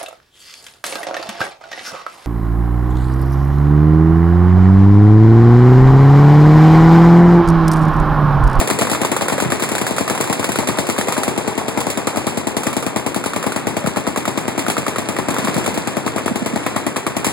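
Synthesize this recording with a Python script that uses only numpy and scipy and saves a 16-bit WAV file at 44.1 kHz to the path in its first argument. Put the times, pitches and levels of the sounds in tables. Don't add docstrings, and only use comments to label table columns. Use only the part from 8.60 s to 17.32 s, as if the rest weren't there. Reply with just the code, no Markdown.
import sys
import numpy as np
from scipy import signal
from scipy.fft import rfft, irfft
from scipy.io import wavfile
from scipy.ndimage import uniform_filter1d, minimum_filter1d

SR = 44100
rng = np.random.default_rng(int(sys.argv[2]) if len(sys.argv) > 2 else 0)


def file_out(sig):
    cols = np.atleast_2d(sig).T
    lim = np.clip(cols, -1, 1)
    pcm = np.round(lim * 32767).astype(np.int16)
    wavfile.write(sys.argv[1], SR, pcm)


N = 384552
TIME_S = np.arange(N) / SR
FREQS_HZ = np.fft.rfftfreq(N, 1 / SR)

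# time in seconds, roll level in dB, treble level in dB.
FAR_LINE = [(0.0, -23, -45), (0.82, -23, -31), (1.7, -24, -30.5), (3.79, -27, -31.5), (4.01, -27, -40),
            (5.39, -26, -33.5), (6.63, -24.5, -32.5), (6.9, -20.5, -27.5), (7.43, -25.5, -34),
            (8.04, -25, -30), (8.43, -28, -38), (8.72, -25, -37)]
# time in seconds, level in dB.
FAR_CLATTER_LEVEL = [(0.0, -28), (1.0, -33.5), (2.6, -29), (3.3, -32.5), (4.1, -34), (4.7, -42), (6.5, -48),
                     (6.95, -36), (7.3, -50), (8.72, -53)]
# time in seconds, centre in Hz, level in dB.
WHINE = [(2.3, 415, -50), (2.55, 400, -31.5), (2.72, 400, -32), (2.82, 423, -35), (3.15, 446, -34),
         (3.35, 447, -53)]
# start in seconds, level in dB, starting pitch in Hz, final pitch in Hz, # length in seconds, left
# minus right in dB.
THUMPS = [(0.012, -17, 707, 655, 0.019, 5), (0.218, -18, 710, 653, 0.02, 0),
          (0.728, -20, 720, 660, 0.02, 1), (0.853, -13, 229, 114, 0.019, 4),
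          (0.881, -19, 170, 130, 0.023, 2), (5.2415, -15.5, 307, 101, 0.017, 15),
          (5.272, -22, 238, 100, 0.018, 1), (6.705, -18, 282, 230, .02, 6), (6.84, -19, 260, 200, .02, 8),
          (6.958, -12.5, 292, 110, 0.017, 10), (6.975, -17, 300, 240, 0.017, 7),
          (7.709, -12.5, 290, 184, 0.017, -6), (7.817, -12, 287, 185, 0.017, -6),
          (7.931, -13.5, 280, 182, 0.017, -3)]
# time in seconds, midrange bark in dB, knock in Hz, treble crack in dB.
LINE_SHOTS = [(0.0, -21, 786, -22), (0.074, -18, 470, -20.5), (0.105, -17, 1210, -23.0),
              (0.188, -15.5, 470, -20.5), (0.25, -21, 1420, -31.0), (0.27, -18, 1160, -28.0),
              (0.298, -20, 1680, -23.0), (0.348, -15.5, 1030, -26), (0.407, -22, 650, -37),
              (0.433, -19, 1160, -30), (0.525, -23, 1080, -31), (0.61, -12.5, 600, -24),
              (0.681, -37, 990, -27), (0.698, -15.5, 520, -29.0), (0.727, -27, 1120, -26),
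              (0.779, -16, 520, -26.0), (0.848, -17, 470, -39), (0.902, -22, 470, -25),
              (0.997, -21, 1160, -23.0), (1.089, -23, 780, -25.0), (1.181, -20, 1590, -25),
              (1.275, -23, 690, -30), (1.283, -33, 990, -35), (1.364, -23, 1380, -24.5),
              (1.478, -17.5, 1120, -23.5), (1.549, -21, 1080, -25.5), (1.576, -19, 1080, -29),
              (1.64, -21, 1340, -26.0), (1.674, -22, 990, -30), (1.828, -18, 950, -33),
              (1.918, -23, 1510, -24), (2.172, -22, 1080, -32.0), (2.268, -24, 1120, -28),
              (2.363, -22, 1080, -33), (2.38, -20, 1460, -26), (2.471, -18.5, 520, -30),
              (2.489, -28, 690, -31.0), (2.522, -22, 1210, -28), (2.537, -21, 470, -38),
              (2.566, -19, 1420, -29), (2.68, -28, 950, -28), (2.998, -24, 820, -38),
              (3.204, -21, 470, -22.5), (3.301, -25, 470, -21.5), (3.474, -18.5, 1175, -27.0),
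              (3.559, -21, 1200, -30), (3.577, -23, 1080, -32), (3.675, -19.5, 1120, -35.0),
              (4.033, -20.5, 1080, -25.5), (4.056, -22, 470, -36), (4.129, -21, 1110, -26),
              (4.225, -19, 470, -27.0), (4.544, -21.5, 1410, -24.5), (4.639, -21, 1410, -25.5),
              (4.734, -18.5, 1400, -28.0), (4.827, -20, 1420, -27.5), (4.84, -16.5, 560, -36),
              (4.92, -19.5, 1380, -27), (5.241, -22, 600, -43), (5.261, -17, 1210, -29.0),
              (5.36, -19, 1160, -29), (5.467, -17.5, 1160, -29), (5.56, -16, 1080, -28.5),
              (5.653, -17.5, 1340, -28.5), (5.992, -18.5, 860, -23), (6.064, -17, 1370, -29),
              (6.1, -14, 820, -20.0), (6.167, -14, 1180, -30), (6.265, -14.5, 1170, -28),
              (6.359, -15.5, 1180, -30), (6.565, -18.5, 1980, -29), (6.704, -21, 950, -26),
              (6.742, -24, 900, -28.0), (6.764, -15.5, 1120, -32), (6.847, -23, 860, -25),
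              (6.872, -14.5, 1140, -29), (6.942, -32, 690, -26), (6.965, -18, 1200, -30),
              (7.042, -29, 690, -29), (7.061, -16, 1160, -23.5), (7.142, -45, 470, -27),
              (7.477, -17.5, 1250, -29), (7.581, -16, 1220, -30.0), (7.679, -14, 1200, -32),
              (8.063, -15, 1170, -32), (8.163, -15.5, 1160, -23), (8.268, -18, 1120, -42),
              (8.36, -17.5, 1030, -30), (8.465, -15, 1210, -38), (8.645, -15, 830, -18.5)]
# time in seconds, midrange bark in dB,
# treble crack in dB, knock in Hz.
SLOW_GUN = [(0.100, -16, -19.5, 1190), (0.2185, -13, -21.5, 1290), (0.332, -18, -22.5, 1380),
            (0.448, -14, -20, 1040), (0.5645, -14, -22, 1150), (0.801, -16, -20.5, 1290),
            (0.920, -17, -23, 1820), (1.036, -17, -23, 1460), (1.266, -17.5, -21, 1550),
            (1.382, -15, -20.5, 1420), (1.498, -16.5, -21.5, 1230), (1.609, -20, -20, 1200),
            (1.727, -16.5, -19.5, 1310), (1.957, -16.5, -21.5, 1320), (2.073, -20, -20, 1410),
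            (2.411, -17, -22.5, 1940), (2.523, -18, -22, 1200), (2.633, -17.5, -21.5, 1270)]
# time in seconds, muzzle blast in dB, midrange bark in dB,
# treble crack in dB.
NEAR_GUN = [(0.0118, 0, -17.5, -21), (0.1112, 2.5, -18, -22), (0.2117, 2, -23, -18.5),
            (0.3146, 2, -22, -19), (0.4148, -0.5, -20, -23), (0.516, -1.5, -19, -21),
            (0.6192, -2, -25.0, -22), (0.7211, -1.5, -19, -25), (0.8217, 0, -21, -24.5),
            (0.9208, 0, -21, -24), (1.0219, -3, -20, -20.5), (1.1164, -1, -30, -24),
            (1.2131, -2.5, -23, -21.5), (1.3083, -1.5, -33, -25.5), (1.4071, 0, -23, -23.5),
            (1.5063, -1, -24.0, -28), (1.6028, -2.5, -22, -27), (1.6978, 2, -24, -23.5),
            (1.7941, -1, -26, -24.5), (1.89, -1, -24, -24), (1.9867, 2, -19, -20), (2.0866, 0.5, -18, -22),
            (2.1857, 2.5, -20, -21), (2.2883, -1.5, -21, -23), (2.3856, 0.5, -22, -22.0),
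            (2.4833, -2, -17.5, -22.5), (2.578, -1.5, -20.5, -22), (2.6783, 1.5, -18.5, -25),
            (2.7766, 0.5, -21, -23.5), (2.8763, 1.5, -22, -24), (2.9774, 1, -23, -24),
            (3.0813, -4, -21, -24.5), (3.1741, 2.5, -18.5, -22.5), (3.2681, 2.5, -19, -23),
            (3.3731, -1, -19.5, -24), (3.4701, -1, -19, -23), (3.5707, 0.5, -22, -22),
            (3.6674, 2, -26, -21), (3.7722, 0, -27, -23), (3.8699, 1, -26, -22.5),
            (3.9666, 0.5, -23, -21.5), (4.0674, -0.5, -19, -22), (4.1663, 0.5, -21, -21),
            (4.2643, -1, -20, -23.5), (4.3609, 2.5, -18.5, -21), (4.463, 0.5, -21.5, -22.5),
            (4.561, 0, -23.5, -24), (4.6596, -1.5, -22, -23), (4.7615, -0.5, -19.5, -24),
            (4.8641, 1, -20, -23.5), (4.9611, -1, -19.5, -23.0), (5.0696, 3, -21.0, -21.5),
            (5.167, -1, -19, -23.5), (5.2705, -1.5, -25.5, -25.5), (5.369, -0.5, -20, -24.5),
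            (5.4732, 1, -23, -24.5), (5.5738, -1.5, -22.5, -24), (5.6773, -2, -20, -24.0),
            (5.7743, -1.5, -19.5, -23.0), (5.8796, -1.5, -18.5, -25.5), (5.978, -1, -20, -22.5),
            (6.0822, 0.0, -20, -24), (6.1794, -1.5, -24.0, -23), (6.2802, -2, -20.5, -24),
            (6.3831, -2.5, -18.5, -23.5), (6.487, -2, -21.5, -23.0), (6.5864, 0, -20, -24.5),
            (6.6842, 1.0, -18, -24), (6.783, -2, -22.0, -22.5), (6.8816, -2, -22, -26.5),
            (6.9787, 0.5, -33, -23.5), (7.0766, 0.5, -23.0, -24.5), (7.1749, -1, -24.5, -25.5),
            (7.2729, -2.5, -19, -24.5), (7.3681, 0, -20, -25.5), (7.463, -0.5, -21, -25),
            (7.5606, -1, -22, -26), (7.6595, -2.5, -27, -25.5), (7.7569, -2.5, -22.5, -25.0),
            (7.8603, -3.5, -17.5, -24), (7.9595, -1.5, -19, -26.5), (8.0635, -5, -17.5, -26),
            (8.1617, -0.5, -17, -28), (8.2652, 0, -20, -24), (8.3648, -2.5, -19, -24),
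            (8.4661, -1.0, -20.5, -24), (8.5663, -1, -21, -22.5), (8.6661, 3, -19, -19)]
# delay in milliseconds, level in dB.
PATHS = [(.9, -11.5), (1.8, -5.5), (2.3, -3), (4.8, -21.5), (5.6, -15.5), (6.6, -13.5), (10.9, -14),
         (14.3, -23.5), (21.8, -30.5), (35.4, -26), (40.5, -16), (41.5, -20.5)]
# mode in Hz, level in dB, t60 in seconds.
RING = [(93, -11.5, 0.26), (115.3, -8.5, 0.24), (138.3, -2.5, 0.31), (225, -19, 0.28), (256.8, -8.5, 0.25),
        (346, -19, 0.66), (412, -15, 0.18), (515.6, -18, 0.36), (621.6, -4, 0.082), (677, -18.5, 0.13),
        (821.6, -6.5, 0.32), (1004, -36, 0.22)]

# frequency in Hz, density in relative dB per Hz.
ROLL_SPECTRUM = [(25, -48), (45, -38), (62, -20), (95, -4.5), (135, 2.5), (165, -1.5), (257, 4.5),
                 (500, -1), (1030, -5), (1450, -8.5), (1900, -13.5), (2850, -9.5), (8000, -36),
                 (15000, -75)]
CLATTER_SPECTRUM = [(100, -33.5), (350, -4.5), (600, 0.5), (880, 2.5), (1150, -5.5), (1600, -21.5), (8000, -56)]
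BLAST_SPECTRUM = [(30, -50.5), (60, -12), (90, 2), (130, -17.5), (165, -3.5), (250, 4), (450, -0.5),
                  (700, -6), (1050, -3.5), (1500, -38), (3000, -42.5), (16000, -54)]
BARK_SPECTRUM = [(40, -36), (200, -12.5), (450, -5), (800, -2.5), (1200, 0), (1500, -12.5), (1900, -10.5),
                 (3200, -14), (6000, -59), (16000, -15.5)]
CRACK_SPECTRUM = [(40, -49), (200, 6.5), (1000, -12.5), (2200, 3.5), (3500, -1.5), (5500, -6), (8200, 1.5),
                  (10000, -1.5), (12500, -7.5), (16000, -12.5)]
SLOW_KNOCK_SPECTRUM = [(40, -56), (200, -2), (500, 11.5), (850, 6), (1200, -1), (1600, -2.5), (2100, -8),
                       (3200, -21), (6000, -23), (16000, -12)]
LINE_KNOCK_SPECTRUM = [(40, -78), (200, -7), (500, 9), (850, -1), (1200, 1.5), (1500, -3), (1900, -9),
                       (3200, -8), (6000, -41), (16000, -4.5)]

# frequency in Hz, left lead in radians before crossfeed.
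PORT_PHASE = [(40, 4), (100, 2), (170, 1.27), (250, 1.48), (400, 0.08), (650, 1.03), (1000, 0.5)]
# frequency in Hz, left minus right gain in dB.
PORT_BALANCE = [(60, 5), (130, -6), (250, 1.5), (450, 2), (680, 1.5), (1000, 1), (1400, -1), (1850, 7.5),
                (2500, -0.5)]

FAR_ROLL_DB, FAR_HISS_DB = -2, -5.5
SLOW_PERIOD_S = 0.115
BLAST_VARY_DB, BARK_VARY_DB, CRACK_VARY_DB = 0.5, 0.5, 0.72
PATH_VARY_DB = 0.5
KNOCK_PEAK_DB, KNOCK_WIDTH_OCT = 10.5, 0.23
SLAP_S, SLAP_DB = 0.034, -14.5
CROSSFEED_SAMPLES = 15
LIMITER_DB, LIMITER_RELEASE_S = -5, 0.042
BOTTOM_HZ, TOP_HZ = 67, 15800


def undb(db):
    return 10 ** (np.asarray(db) / 20)


def along(points, hz):
    points_hz, value = np.transpose(points)
    return np.interp(np.log(hz + 1), np.log(points_hz), value)


def convolve(x, response):
    return signal.fftconvolve(np.atleast_2d(x), np.atleast_2d(response), axes=-1)[:, :N]


def lowpass(x, hz):
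    return signal.sosfilt(signal.butter(2, hz, fs=SR, output="sos"), x)


def pan(db):
    return undb(np.array([[db], [-db]]) / 2)


def pulse(spectrum, size=4096):
    log_magnitude = np.log(undb(along(spectrum, np.fft.rfftfreq(size, 1 / SR))))
    cepstrum = irfft(log_magnitude)
    cepstrum[1:size // 2] *= 2
    cepstrum[size // 2 + 1:] = 0
    wave = irfft(np.exp(rfft(cepstrum)))
    return wave / np.sqrt(np.sum(wave ** 2))


def strikes(times_s, sizes):
    samples = np.maximum(np.asarray(times_s) * SR, 0).astype(int)
    return np.bincount(samples, sizes, N)[:N]


def vary(rounds, spread_db):
    levels_db = rounds[:, 1:] + rng.standard_normal((len(rounds), len(spread_db))) * spread_db
    return rounds[:, 0], *levels_db.T


def scatter(likeness, grain_db):
    noise = rng.standard_normal((3, N))
    grains = undb(grain_db * np.repeat(rng.standard_normal(N // 32 + 1), 32)[:N])
    field = (np.sqrt(likeness) * noise[0] + np.sqrt(1 - likeness) * noise[1:]) * grains
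    return field / field.std()


def ringing(times_s, db, early_s, late_s, late_db):
    t = TIME_S[:SR // 2]
    decay = np.exp(-t / early_s) + undb(late_db) ** 2 * np.exp(-t / late_s)
    energy = convolve(strikes(times_s, undb(db) ** 2), decay)
    return np.sqrt(np.abs(energy))


def far_guns(count=36, size=12):
    s, level_db, treble_db = np.transpose(FAR_LINE)
    rounds = 0
    for start, rate, bearing in rng.random((count, 3)):
        start_s = start * (TIME_S[-1] + 1) - 1
        times_s = start_s + np.arange(size) / (8 + 6 * rate)
        sizes = undb(2 * rng.standard_normal(size)) * (times_s > 0)
        rounds = rounds + strikes(times_s, sizes) * pan(db=45.0 * (bearing - 0.5))
    field = undb(-8.0) * rounds / rounds.std() + scatter(likeness=0.49, grain_db=0.5)
    roll = lowpass(lowpass(convolve(field, pulse(ROLL_SPECTRUM)), hz=2310), hz=6800)
    hiss = lowpass(convolve(scatter(likeness=0.018, grain_db=-4.5), pulse(CRACK_SPECTRUM)), hz=8160)
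    roll_gain = undb(np.interp(TIME_S, s, level_db) + FAR_ROLL_DB)
    hiss_gain = undb(np.interp(TIME_S, s, treble_db) + FAR_HISS_DB)
    return roll * roll_gain + hiss * hiss_gain


def far_clatter(count=520):
    when, strength, bearing = rng.random((count, 3)).T
    t, db = when * TIME_S[-1], 12 * strength
    taps = np.array([strikes(t, undb(db + side * 6.5 * (bearing - 0.5))) for side in (1, -1)])
    tail_level = ringing(t, db - 23, early_s=0.0059, late_s=0.033, late_db=-10.5)
    field = taps + tail_level * scatter(likeness=0.72, grain_db=-0.5)
    heard = convolve(field, pulse(CLATTER_SPECTRUM))
    level_db = np.interp(TIME_S, *np.transpose(FAR_CLATTER_LEVEL))
    return heard / heard.std() * undb(level_db)


def whine(waver_hz=16, waver=0.018, flutter_db=3):
    s, hz, db = np.transpose(WHINE)
    drift = lowpass(rng.standard_normal((2, N)), waver_hz)
    bend, flutter = drift / drift.std()
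    pitch_hz = np.interp(TIME_S, s, hz) * (1 + waver * bend)
    phase = 2 * np.pi * np.cumsum(pitch_hz) / SR
    level = np.interp(TIME_S, s, undb(db), left=0, right=0)
    return np.sin(phase) * undb(flutter_db * flutter) * level


def thumps():
    out = np.zeros((2, N))
    t = TIME_S[:SR // 6]
    for s, db, start_hz, end_hz, length_s, side_db in THUMPS:
        u = np.arange(int(length_s * SR)) / (length_s * SR)
        phase = 2 * np.pi * np.cumsum(start_hz * (end_hz / start_hz) ** u) / SR
        overtone = undb(-10) * (1 - u) * np.sin(2.6 * phase)
        swing = -(np.sin(phase) + overtone) * np.sin(np.pi * u) ** 0.78 * undb(db)
        direct = (t == 0) * pan(db=side_db)
        rumble = undb(-47) * np.exp(-t / 0.027) * rng.standard_normal((2, len(t)))
        heard = signal.fftconvolve(swing[None], direct + rumble, axes=-1)
        start = max(int(s * SR), 0)
        out[:, start:start + heard.shape[1]] += heard
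    return out


def shock(times_s, db, length_s):
    return convolve(strikes(times_s, undb(db)), np.linspace(-1, 1, int(length_s * SR) + 2))


def cracks(times_s, db, snap_db):
    snap = strikes(times_s + 0.0012, undb(db + snap_db)) * pan(db=20)
    close_level = ringing(times_s, db + 0.5, early_s=0.005, late_s=0.014, late_db=-4.0)
    close = close_level * scatter(likeness=0.0035, grain_db=2.0)
    tail_level = ringing(times_s + 0.0018, db - 7.5, early_s=0.025, late_s=0.067, late_db=-14.0)
    tail = tail_level * scatter(likeness=0.0081, grain_db=2.5)
    return undb(-2.0) * convolve(snap + close + lowpass(tail, hz=9200), pulse(CRACK_SPECTRUM))


def knocks(times_s, db, centres_hz, spectrum, bounce_db):
    out = np.zeros(N + SR)
    grid_hz = np.geomspace(40, 16000, num=60)
    bounces_s = rng.uniform(0.0008, 0.002335, len(times_s))
    for s, level_db, hz, bounce_s in zip(times_s, db, centres_hz, bounces_s):
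        octaves = np.log2(grid_hz / hz)
        peak_db = KNOCK_PEAK_DB * np.exp(-0.5 * (octaves / KNOCK_WIDTH_OCT) ** 2)
        shape = np.transpose([grid_hz, along(spectrum, grid_hz) + peak_db])
        wave = undb(level_db) * pulse(shape, size=1024)
        for at_s, gain in ((s, 1), (s + bounce_s, undb(bounce_db))):
            start = max(int(at_s * SR), 0)
            out[start:start + len(wave)] += gain * wave
    return out[:N]


def reports(rounds, knock_spectrum, knock_db, bounce_db, scatter_db):
    t, bark_db, crack_db = vary(rounds[:, :3], [BARK_VARY_DB, CRACK_VARY_DB])
    knock = knocks(t + 0.001216, bark_db + knock_db, rounds[:, 3], knock_spectrum, bounce_db)
    bark_level = ringing(t + 0.0025, bark_db + scatter_db, early_s=0.007, late_s=0.036, late_db=-26.0)
    bark = bark_level * scatter(likeness=0.69, grain_db=0.0)
    front = shock(t + 0.000932, bark_db - 3.0, length_s=0.0005)
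    body = lowpass(front + knock + convolve(bark, pulse(BARK_SPECTRUM)), hz=6700)
    return body + cracks(t, crack_db, snap_db=12.0)


def sustained_fire(course, period_s):
    course = np.array(course)
    steps = np.round(np.diff(course[:, 0]) / period_s)
    fired = np.append(0, np.cumsum(steps))
    count = np.arange(fired[-1] + 1)
    return np.transpose([np.interp(count, fired, column) for column in course.T])


def line_guns():
    slow_rounds = sustained_fire(SLOW_GUN, SLOW_PERIOD_S)
    slow = reports(slow_rounds, SLOW_KNOCK_SPECTRUM, knock_db=21.5, bounce_db=-5.0, scatter_db=-7)
    line_rounds = np.array(LINE_SHOTS)[:, [0, 1, 3, 2]]
    return slow + reports(line_rounds, LINE_KNOCK_SPECTRUM, knock_db=22.0, bounce_db=-6, scatter_db=-6.0)


def ring(x):
    t = TIME_S[:SR // 3]
    response = 0
    for hz, db, t60_s in RING:
        mode = np.sin(2 * np.pi * hz * t) * np.exp(-np.log(1000) * t / t60_s)
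        norm = np.sqrt(t60_s * SR / 4 / np.log(1000))
        response = response + undb(db) * mode / norm
    return convolve(x, response)


def reflectors(decay_s, count=160):
    delay_s = rng.random(count) * decay_s * 4
    left, right = rng.standard_normal((2, count))
    fade = np.exp(-delay_s / decay_s)
    response = np.array([strikes(delay_s, size * fade) for size in (left, left + right)])[:, :SR // 2]
    return response / np.sqrt(np.sum(response ** 2, axis=1, keepdims=True))


def near_gun():
    t, blast_db, bark_db, crack_db = vary(np.array(NEAR_GUN), [BLAST_VARY_DB, BARK_VARY_DB, CRACK_VARY_DB])

    flutter_db = PATH_VARY_DB * rng.standard_normal((len(PATHS), len(t)))
    arrivals = sum(strikes(t + ms / 1000, undb(blast_db + db + flutter))
                   for (ms, db), flutter in zip(PATHS, flutter_db))
    spread_level = ringing(t + 0.0038, blast_db, early_s=0.0047, late_s=0.03, late_db=-6.5)
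    spread = spread_level * scatter(likeness=0.23, grain_db=2.5)
    echoes = convolve(strikes(t + 0.012, undb(blast_db)), reflectors(decay_s=0.035))
    blast_drive = undb(10.0) * arrivals + undb(-25.5) * spread + undb(-0.5) * echoes
    blast = convolve(blast_drive, pulse(BLAST_SPECTRUM)) + undb(1.5) * ring(arrivals)

    bark_front = sum(strikes(t + ms / 1000, undb(bark_db + db + 11.5)) for ms, db in PATHS)
    bark_level = ringing(t + 0.00083, bark_db - 2.5, early_s=0.0083, late_s=0.048, late_db=-8.5)
    bark_scatter = bark_level * scatter(likeness=0.99, grain_db=-2.5)
    bark = convolve(bark_front + bark_scatter, pulse(BARK_SPECTRUM))

    shock_front = shock(t + 0.0001, bark_db + 1, length_s=0.001176)
    body = (blast + shock_front) * pan(db=9.5) + bark
    crack_times_s = np.append(t, t + SLAP_S)
    crack_levels_db = np.append(crack_db, crack_db + SLAP_DB)
    return lowpass(body, hz=6400) + cracks(crack_times_s, crack_levels_db, snap_db=9.0)


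def scene():
    return far_guns() + far_clatter() + whine() + thumps() + line_guns() + near_gun()


def widen(x, cross_hz, depth, shared_hz):
    ports = rfft(x)
    shared = 1 / (1 + (FREQS_HZ / shared_hz) ** 2)
    ports = ports + shared * (ports.mean(axis=0) - ports)
    turn = along(PORT_PHASE, FREQS_HZ)
    ports = ports * np.exp(1j * np.array([0 * turn, -turn]))
    feed = depth / (1 + (cross_hz / (FREQS_HZ + 1)) ** 6)
    delay = np.exp(-2j * np.pi * FREQS_HZ * CROSSFEED_SAMPLES / SR)
    balance = undb(np.array([[1], [-1]]) * along(PORT_BALANCE, FREQS_HZ) / 2)
    return irfft((ports - feed * delay * ports[::-1]) * balance, N)


def limit(x):
    fall = TIME_S / LIMITER_RELEASE_S
    level = np.abs(uniform_filter1d(np.abs(x).max(axis=0), size=24))
    peak = np.exp(np.maximum.accumulate(np.log(level + 1e-9) + fall) - fall)
    gain = np.minimum(1, undb(LIMITER_DB) / peak)
    return x * uniform_filter1d(minimum_filter1d(gain, size=32), size=32)


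def record(dry):
    held = limit(widen(-dry, cross_hz=1626, depth=1.0, shared_hz=137))
    held = signal.sosfilt(signal.butter(5, BOTTOM_HZ, "high", fs=SR, output="sos"), held)
    top_cut = signal.ellip(10, 0.2, 80, TOP_HZ, fs=SR, output="sos")
    return signal.sosfilt(top_cut, np.clip(held, -1, 1))


dry = scene()
out = record(dry)
file_out(out)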